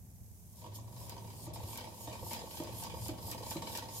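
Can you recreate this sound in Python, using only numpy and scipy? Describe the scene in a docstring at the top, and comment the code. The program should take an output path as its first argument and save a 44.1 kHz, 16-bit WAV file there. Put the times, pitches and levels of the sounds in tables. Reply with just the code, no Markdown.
"""A model beam engine starts up on a wooden table and winds a bucket down from a small frame.
Its valve leaks a thin hiss, then every stroke breathes out a whoosh of steam. The valve gear
clicks, and once a turn the crank knocks and the beam thumps. The winding gears rattle their
wooden frame, the boiler frame knocks, and the table drones and bumps over a low rumble."""
import sys
import numpy as np
from scipy import signal
from scipy.fft import rfft, irfft
from scipy.io import wavfile
from scipy.ndimage import uniform_filter1d

SR = 44100
rng = np.random.default_rng(int(sys.argv[2]) if len(sys.argv) > 2 else 0)


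def materialize(psi):
    """Save the field psi as 16-bit PCM at rate SR to the path in sys.argv[1].

    A 1-D psi becomes a single channel; in a 2-D psi each row is a channel.
    """
    bounded = np.clip(np.atleast_2d(psi).T, -1, 1)
    quanta = np.round(bounded * 32767).astype(np.int16)
    wavfile.write(sys.argv[1], SR, quanta)


N = 176400
T = np.arange(N) / SR


def amp(db):
    """Turns decibels into a gain."""
    return 10 ** (np.asarray(db) / 20)

def unit(x):
    """Scales a signal to an average (rms) size of one."""
    return x / np.sqrt(np.mean(x ** 2) + 1e-20)

def curve(points, at=T, column=1):
    """Reads a time table, gliding from row to row."""
    rows = np.array(points)
    return np.interp(at, rows[:, 0], rows[:, column])

def colour(points, hz):
    """Reads a frequency table, gliding evenly through each octave."""
    f, value = np.transpose(points)
    return np.interp(np.log(hz + 1), np.log(f + 1), value)

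def pan(db):
    """Left and right gains, with the left louder by db."""
    gains = amp(np.array([db, -db]) / 2)
    return gains / np.sqrt(np.mean(gains ** 2, 0))

def add(mix, s, sound):
    """Mixes a stereo sound in at s seconds."""
    part = mix[:, max(round(s * SR), 0):][:, :sound.shape[1]]
    part += sound[:, :part.shape[1]]

# How alike left and right are (1 same, 0 unrelated, -1 opposite): f/Hz, likeness
LIKENESS = [(30, -0.88), (100, 0.6), (350, 1), (800, 0.56), (1400, -0.045), (2400, -0.2), (4500, -0.032),
            (15000, 0.058)]
def noise(spectrum, balance=None, peaks=()):
    """Stereo noise with a tone colour, a left-right balance and ringing peaks."""
    hz = np.fft.rfftfreq(N, 1 / SR)
    left, other = rfft(rng.standard_normal((2, N)))
    same = np.clip(colour(LIKENESS, hz), -1, 1)
    right = same * left + np.sqrt(1 - same ** 2) * other
    boost_db = sum(lift / (1 + ((hz - f) / width) ** 2) for f, width, lift in peaks)
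    both = np.array([left, right]) * amp(colour(spectrum, hz) + boost_db)
    return unit(irfft(both * pan(colour(balance, hz)) if balance else both, N))

def wander(rate_hz):
    """A random wobble, up to about this rate."""
    hz = np.fft.rfftfreq(N, 1 / SR)
    return unit(irfft(rfft(rng.standard_normal(N)) * np.exp(-(hz / rate_hz) ** 2), N))

def patchy(x, depth_db, bands=3, frames=10):
    """Lets narrow peaks come and go, so the tone colour keeps changing."""
    spectra = signal.stft(x, nperseg=512, noverlap=384)[2]
    patches = uniform_filter1d(rng.standard_normal(spectra.shape[1:]), bands, axis=0)
    patches = unit(uniform_filter1d(patches, frames, axis=1))
    return unit(signal.istft(spectra * amp(depth_db * patches), nperseg=512, noverlap=384)[1][:, :N])

def decays(hits, fade_s):
    """A loudness that jumps at each hit. A fade time is how long it takes to fall 60 dB."""
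    kicks = np.zeros(N)
    for s, db in hits:
        kicks[int(np.clip(s * SR, 0, N - 1))] += amp(db) ** 2
    kept = np.exp(-2 * np.log(1000) / (fade_s * SR))
    return np.sqrt(signal.lfilter([1], [1, -kept], kicks) + 1e-20)

def ring(notes, rise_s):
    """A struck part rings with its own notes, a little differently at each blow."""
    t, out = T[:SR // 8], 0
    for hz, db, fade_s, *side in notes:
        size, tune, lag = rng.standard_normal(3)
        phase = 2 * np.pi * (hz * (1 + .0095 * tune) * t + rng.random())
        stereo_shift = np.array([[1], [-1]]) * lag * hz / 8300
        level = amp(db + 3.5 * size - 60 * t / fade_s)
        out = out + pan(sum(side))[:, None] * level * np.sin(phase + stereo_shift)
    return out * (1 - np.exp(-t / rise_s)) ** 2

def thud(hz, rise_s):
    """Knocked wood: one note that swells and dies within a few cycles."""
    t = T[:SR // 10]
    phase = 2 * np.pi * (hz * (1 + .03 * rng.standard_normal()) * t + rng.random())
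    swell = (t / rise_s * np.exp(1 - t / rise_s)) ** 2.4
    return np.tile(swell * np.sin(phase), (2, 1))


# Loudness of the leak: t/s, level/dB
LEAK_LOUDNESS = [(0, -65.5), (.45, -62.5), (.62, -58), (.725, -61), (.8, -56.5), (1.2, -56.5), (1.45, -57),
                 (1.515, -74), (1.58, -54.5), (2.7, -55.5), (3.17, -56), (3.4, -50.5), (4, -58)]
# Tone of the leak, and of the closed valve before the start: f/Hz, level/dB
LEAK_TONE = [(1200, -25), (2000, -22), (4300, -17), (6100, -7.5), (10000, -7.5), (12100, -5.5),
             (14000, -9.5), (15800, -13)]
CLOSED_TONE = [(4000, -18), (6500, -15), (10500, -15), (12000, 4), (13500, -1), (16000, -6)]
# Where the leak sits: f/Hz, left minus right/dB
LEAK_BALANCE = [(5000, 0.5), (10500, 4.5), (11600, -9), (16000, -11)]
def valve_leak(start_s=.63):
    """Steam hisses past the valve, which settles after each whoosh and pinches the leak."""
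    pinch = sum(np.exp(-((T - s - .1) / .14) ** 2) for s, *_ in WHOOSHES)
    leak = amp(curve(LEAK_LOUDNESS) - 5 * pinch) * noise(LEAK_TONE, LEAK_BALANCE)
    before_start = np.exp(-(T / start_s) ** 10)
    return leak + amp(-69) * before_start * noise(CLOSED_TONE, LEAK_BALANCE)

# Tone of the rumble: f/Hz, level/dB
RUMBLE_TONE = [(20, -47), (40, -20), (60, -5.5), (97, -2.5), (135, -12), (180, -10.5), (290, -27.5),
               (430, -31.5), (780, -32.5), (1300, -45.5), (2500, -45), (5500, -96)]
# Its loudness: t/s, level/dB
RUMBLE_LOUDNESS = [(0, -53.5), (.5, -56.5), (1, -52), (1.65, -51), (1.95, -57), (2.25, -51.5), (2.5, -54),
                   (3.05, -46.5), (3.7, -54.5), (4, -56)]
def rumble():
    """A low background noise rises and falls."""
    return amp(curve(RUMBLE_LOUDNESS)) * noise(RUMBLE_TONE)

# Loudness of the table's drone: t/s, level/dB
DRONE_LOUDNESS = [(0, -65.5), (.55, -61.5), (.72, -48.5), (1.0, -52), (1.3, -54.5), (1.65, -50),
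                  (1.95, -66), (2.1, -50), (2.25, -57), (2.35, -80), (2.62, -60.5), (2.72, -49),
                  (2.92, -60), (3.02, -43), (3.15, -55.5), (3.5, -54), (3.62, -61), (4, -53.5)]
def table_drone(hz=110.04, wobble_hz=6.33):
    """The table top drones unsteadily at its own pitch."""
    phase = 2 * np.pi * np.cumsum(hz + wobble_hz * wander(18)) / SR
    flutter = 1 + .057 * wander(27)
    return amp(curve(DRONE_LOUDNESS)) * unit(np.sin(phase) * flutter)

# Pitch of a tooth's clack, sinking as the gears speed up: t/s, f/Hz
CLACK_PITCH = [(.6, 976), (1.5, 909), (4, 897.5)]
def tooth(s, rise_s=.0049):
    """One gear tooth lands with a short, hollow clack."""
    t = T[:SR // 20]
    hz = curve(CLACK_PITCH, s) * (1 + .017 * rng.standard_normal())
    swell = (t / rise_s * np.exp(1 - t / rise_s)) ** 2
    ear_delay_s = np.array([[.00006], [-.00006]])
    phase = 2 * np.pi * (hz * (t - ear_delay_s) + rng.random())
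    return amp(-1.5) * pan(-1.5)[:, None] * swell * np.sin(phase)

# How the gears run: t/s, tooth rate/Hz, level/dB
GEAR_RUN = [(0, 16, -85), (.52, 18.1, -63.5), (.63, 22.4, -51.5), (.9, 24.8, -53), (1.15, 34.8, -47),
            (1.38, 30, -50), (1.6, 28.5, -45.5), (1.85, 35, -46.5), (1.98, 34, -49.5), (2.12, 38.3, -46.5),
            (2.4, 47.5, -43), (2.52, 49.7, -49.5), (2.66, 46, -44), (3.02, 48, -48), (3.15, 47.3, -46),
            (3.6, 53.4, -46), (3.85, 59, -46), (4, 52, -48.5)]
# The hardest clacks: t/s, level/dB, scrape level/dB
HARD_CLACKS = [(0.617, -50, -63.5), (0.642, -43, -62), (0.662, -44.5, -59.5), (0.784, -48.5, -87),
               (1.011, -48, -79), (1.085, -50, -66), (1.12, -46, -59), (1.165, -46, -61), (1.218, -51, -80),
               (1.558, -40.5, -54.5), (1.601, -42, -61), (1.632, -46.5, -58), (1.687, -45.5, -61),
               (1.756, -46.5, -53.5), (1.782, -41, -72), (1.808, -43.5, -52.5), (1.841, -41.5, -54.5),
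               (1.872, -42, -58), (2.006, -48.5, -66), (2.073, -40.5, -53), (2.098, -50, -56),
               (2.128, -44, -51), (2.151, -42.5, -58), (2.226, -43, -66), (2.263, -41, -68),
               (2.29, -49, -66), (2.31, -38, -48.5), (2.345, -42, -73), (2.363, -41.5, -51),
               (2.391, -44, -51.5), (2.471, -42, -62), (2.509, -47, -54.5), (2.571, -47, -51.5),
               (2.671, -43, -53.5), (2.724, -46, -58), (2.823, -40.5, -52), (2.845, -40, -57),
               (2.865, -41, -54), (2.898, -45.5, -53.5), (2.942, -39.5, -56.5), (2.968, -42, -58.5),
               (3.018, -47, -60), (3.059, -44, -55), (3.245, -46.5, -83), (3.279, -40.5, -70),
               (3.344, -39, -58.5), (3.378, -43.5, -54.5), (3.432, -41.5, -54), (3.463, -41, -55.5),
               (3.512, -36, -50), (3.567, -42, -49.5), (3.621, -38.5, -47), (3.672, -40, -47),
               (3.694, -42, -55), (3.751, -38, -45), (3.781, -39.5, -62), (3.823, -39, -53),
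               (3.856, -44.5, -58), (3.886, -42.5, -54.5)]
# Notes of the wooden frame: f/Hz, level/dB, fade/s, left minus right/dB
FRAME_NOTES = [(223, -16, 0.078, -11), (342, -17, 0.14, 4), (516, -7, 0.076, 2.5), (614.2, -12.5, 0.13, -5),
               (691.4, -10.5, 0.096, 3), (1097.6, -5.5, 0.054, -14)]
# Tone of the rolling bearings and of the scraping teeth: f/Hz, level/dB
BEARING_TONE = [(120, -3.5), (180, 3.5), (330, 1), (420, -2.5), (550, -0.5), (780, -4.5), (950, -0.5),
                (1150, -10), (1400, -26.5), (2000, -19), (3500, -18), (6000, -27.5), (12000, -51)]
SCRAPE_TONE = [(250, -3), (1000, 2.5), (1400, -6), (1850, -4), (2100, -5), (2450, -3.5), (2700, -2.5),
               (3200, 2.5), (5000, 0), (6500, 1), (9000, -5.5), (12000, -6), (16000, -38)]
# Where the metal rings: f/Hz, width/Hz, boost/dB
METAL_PEAKS = [(1544, 37, 7.5), (1860, 50, 8.5), (2334, 157, 11), (3070, 180, 5.5), (4060, 94, 5),
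               (4925, 90, 10.5)]
def gears(jitter_s=.004, gap_s=.014):
    """Teeth meet unevenly, scrape and ring the frame; the bearings roll underneath."""
    out = amp(curve(GEAR_RUN, column=2) - 8) * noise(BEARING_TONE)
    metal = patchy(noise(SCRAPE_TONE, peaks=METAL_PEAKS), depth_db=3.5)
    teeth_passed = np.floor(np.cumsum(curve(GEAR_RUN)) / SR)
    tooth_times = T[1:][np.diff(teeth_passed) > 0]
    hard_times = np.array(HARD_CLACKS)[:, 0]
    hits = list(HARD_CLACKS)
    for s, late, size in zip(tooth_times, *rng.standard_normal((2, N // 100))):
        if abs(hard_times - s).min() > gap_s:  # light clacks fill in between the hard ones
            db = curve(GEAR_RUN, s, column=2) - 3 + 3 * size
            hits.append((s + jitter_s * late, db, db - 12.5))
    for s, db, _ in hits:
        add(out, s, amp(db - 1) * ring(FRAME_NOTES, rise_s=.0028))
        add(out, s, amp(db) * tooth(s))
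    scrapes = [(s, db) for s, _, db in hits]
    ticks = amp(4.5) * decays(scrapes, fade_s=.025)
    contact = np.hypot(ticks, decays(scrapes, fade_s=.18))
    softened = uniform_filter1d(contact, int(.0058 * SR))
    return out + amp(2.5) * metal * softened

# Bumps of the table top: t/s, level/dB
TABLE_BUMPS = [(.207, -42), (1.535, -45), (1.632, -34), (2.218, -37.5), (2.253, -38), (3.007, -38.5),
               (3.106, -39), (3.245, -41), (3.49, -38.5)]
def table_bumps():
    """The table top bumps under the load."""
    out = np.zeros((2, N))
    for s, db in TABLE_BUMPS:
        add(out, s, amp(db - 3) * thud(hz=91.3, rise_s=.011))
    return out

# Whooshes of steam, two a turn: peak t/s, rise/s, fall/s, level/dB
WHOOSHES = [(.605, 0.044, 0.029, -58), (0.755, 0.013, 0.029, -48.5), (1.06, 0.11, 0.032, -54.5),
            (1.451, 0.092, 0.023, -51), (1.539, 0.0038, 0.024, -48), (1.75, 0.13, 0.018, -49),
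            (2.05, 0.087, 0.02, -49.5), (2.31, 0.098, 0.054, -47), (2.582, 0.11, 0.048, -49),
            (2.814, 0.08, 0.039, -47), (3.065, 0.084, 0.021, -46.5), (3.3, 0.086, 0.023, -46.5),
            (3.51, 0.05, 0.05, -45.5), (3.755, 0.081, 0.019, -47), (3.99, 0.077, 0.029, -46.5)]
# Tone of a whoosh and of its darker tail: f/Hz, level/dB
WHOOSH_TONE = [(800, -46), (2000, -19), (3200, 3), (5000, 5.5), (6300, -8), (9000, 3), (11000, -10),
               (13000, 1), (16000, -17.5)]
TAIL_TONE = [(1500, -23), (2400, -2), (3300, -1.5), (5200, 2), (7000, 9), (10000, -10), (16000, -24)]
# Where the whoosh sits: f/Hz, left minus right/dB
WHOOSH_BALANCE = [(2000, 0), (4500, 3), (7000, 2.5), (10500, 3.5), (11500, -13), (13000, -4.5),
                  (16000, -23)]
# Where the steam outlet rings: f/Hz, width/Hz, boost/dB
OUTLET_PEAKS = [(5410, 220, 8.5), (6850, 610, 15), (8300, 170, 9), (10140, 610, 12), (11500, 470, 19),
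                (12870, 390, 8), (14580, 650, 19.5)]
def whooshes(squareness=1.8):
    """Each stroke pushes steam through the outlet; the sound darkens as the pressure drops."""
    flow = sum(amp(db) * np.exp(-(abs(T - s) / np.where(T < s, rise, fall)) ** squareness)
               for s, rise, fall, db in WHOOSHES)
    outlet = noise(WHOOSH_TONE, WHOOSH_BALANCE, OUTLET_PEAKS)
    outlet = patchy(outlet, depth_db=2.2, bands=9, frames=60)  # each stroke has its own colour
    jet = flow * patchy(outlet, depth_db=1.5)
    late_flow = np.interp(T - .037, T, flow)
    return jet + amp(-12) * late_flow * patchy(noise(TAIL_TONE), depth_db=1.5)

def steam():
    """Whooshes and leak flutter together, and dip slightly as the beam turns back."""
    steam_noise = whooshes() + valve_leak()
    dip_db = -.5 * sum(np.exp(-((T - s - .1) / .037) ** 2) for s, _ in CRANK_KNOCKS)
    return amp(dip_db + wander(160)) * steam_noise

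# Knocks of the crank, one a turn: t/s, level/dB
CRANK_KNOCKS = [(.649, -59), (1.474, -50), (2.072, -50), (2.598, -43.5), (3.088, -41), (3.555, -42.5)]
# Notes in each knock: f/Hz, level/dB, fade/s
CRANK_NOTES = [(157, -3, 0.26), (333.5, -1.5, 0.22), (480, -11, 0.26), (553, -7, 0.25), (617, -6.5, 0.33),
               (738, -7, 0.072), (1200, -4, 0.047)]
# Tone of the shuddering wooden base: f/Hz, level/dB
SHUDDER_TONE = [(150, -25), (280, 14), (350, -1), (420, -1), (520, -13), (620, -15), (750, 5), (900, -34),
                (1400, -18), (5000, -51)]
def crank():
    """The loose crank catches with a dull knock, and the wooden base shudders."""
    shudder = amp(-11.5 + wander(68)) * decays(CRANK_KNOCKS, fade_s=.82)
    out = shudder * noise(SHUDDER_TONE)
    for s, db in CRANK_KNOCKS:
        add(out, s, amp(db + .5) * ring(CRANK_NOTES, rise_s=.0025))
    return out

def beam(bounce_s=.021):
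    """At each crank knock the heavy beam turns back with a thump and a softer bounce."""
    out = np.zeros((2, N))
    for s, db in CRANK_KNOCKS:
        for delay_s, boost_db in (0, 5.5), (bounce_s, -6.5):
            add(out, s + delay_s, amp(db + boost_db) * thud(hz=310.5, rise_s=.0081))
    return out

# Clicks of the parts that move the valve: t/s, level/dB
VALVE_CLICKS = [(1.0952, -39), (1.7748, -36.5), (2.333, -35), (2.636, -43.5), (2.8365, -37.5),
                (3.0826, -37.5), (3.3141, -34), (3.508, -36), (3.774, -34.5)]
# Tone of a click and of the chattering rods: f/Hz, level/dB
CLICK_TONE = [(900, -29), (1500, -35), (2500, -4), (5000, 8), (8000, 8.5), (10000, 1), (11800, 14.5),
              (14000, 2), (16000, 1)]
ROD_TONE = [(900, 11), (1400, 5), (2400, 3.5), (3500, 10), (5000, 9.5), (7000, -8), (10000, 0),
            (16000, -22)]
def valve_gear(rod_rise_s=.0089):
    """Metal clicks sharply with a short sizzle, then the loose rods chatter."""
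    snap = decays(VALVE_CLICKS, fade_s=.021)
    sizzle = amp(-20.5) * decays(VALVE_CLICKS, fade_s=.072)
    click = noise(CLICK_TONE) * (snap + sizzle)
    ages = [(np.maximum(T - s, 0) / rod_rise_s, db) for s, db in VALVE_CLICKS]
    shake = sum(amp(db) * age * np.exp(1 - age) for age, db in ages)
    rods = patchy(noise(ROD_TONE, peaks=METAL_PEAKS), depth_db=3.5)
    return click + shake * amp(-11.5 - 2.5 * wander(420)) * rods

# Knocks of the boiler frame: t/s, level/dB
BOILER_KNOCKS = [(1.612, -49), (1.843, -54), (2.226, -41), (2.437, -38), (2.69, -39.5), (2.937, -38.5),
                 (3.405, -40), (3.429, -38.5), (3.631, -40.5), (3.759, -43)]
def boiler_frame():
    """The frame of the boiler gives short, hollow knocks."""
    out = np.zeros((2, N))
    for s, db in BOILER_KNOCKS:
        add(out, s, amp(db - 2) * thud(hz=496.5, rise_s=.005))
    return out

def echoes(x, fade_s=.18):
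    """Sound bounces off the wall and paving in short, scattered echoes."""
    t = T[:SR // 3]
    bounces = rng.standard_normal((2, len(t))) * (rng.random((2, len(t))) < .05)
    tail = bounces * amp(-60 * t / fade_s) * (t > .005)
    return signal.fftconvolve(x, tail / np.linalg.norm(tail[0]), axes=1)[:, :N]

def scene():
    """The engine, its echoes, the table and the background rumble."""
    works = gears() + crank() + valve_gear()
    engine = works + amp(-7) * echoes(works) + beam() + boiler_frame()
    return engine + table_bumps() + steam() + table_drone() + rumble()

def record(dry):
    """Cuts off the highest treble, above 15900 Hz."""
    low_pass = signal.firwin(511, 15900, window=("kaiser", 9), fs=SR)
    return signal.oaconvolve(dry, low_pass[None], "same")


dry = scene()
out = record(dry)
materialize(out)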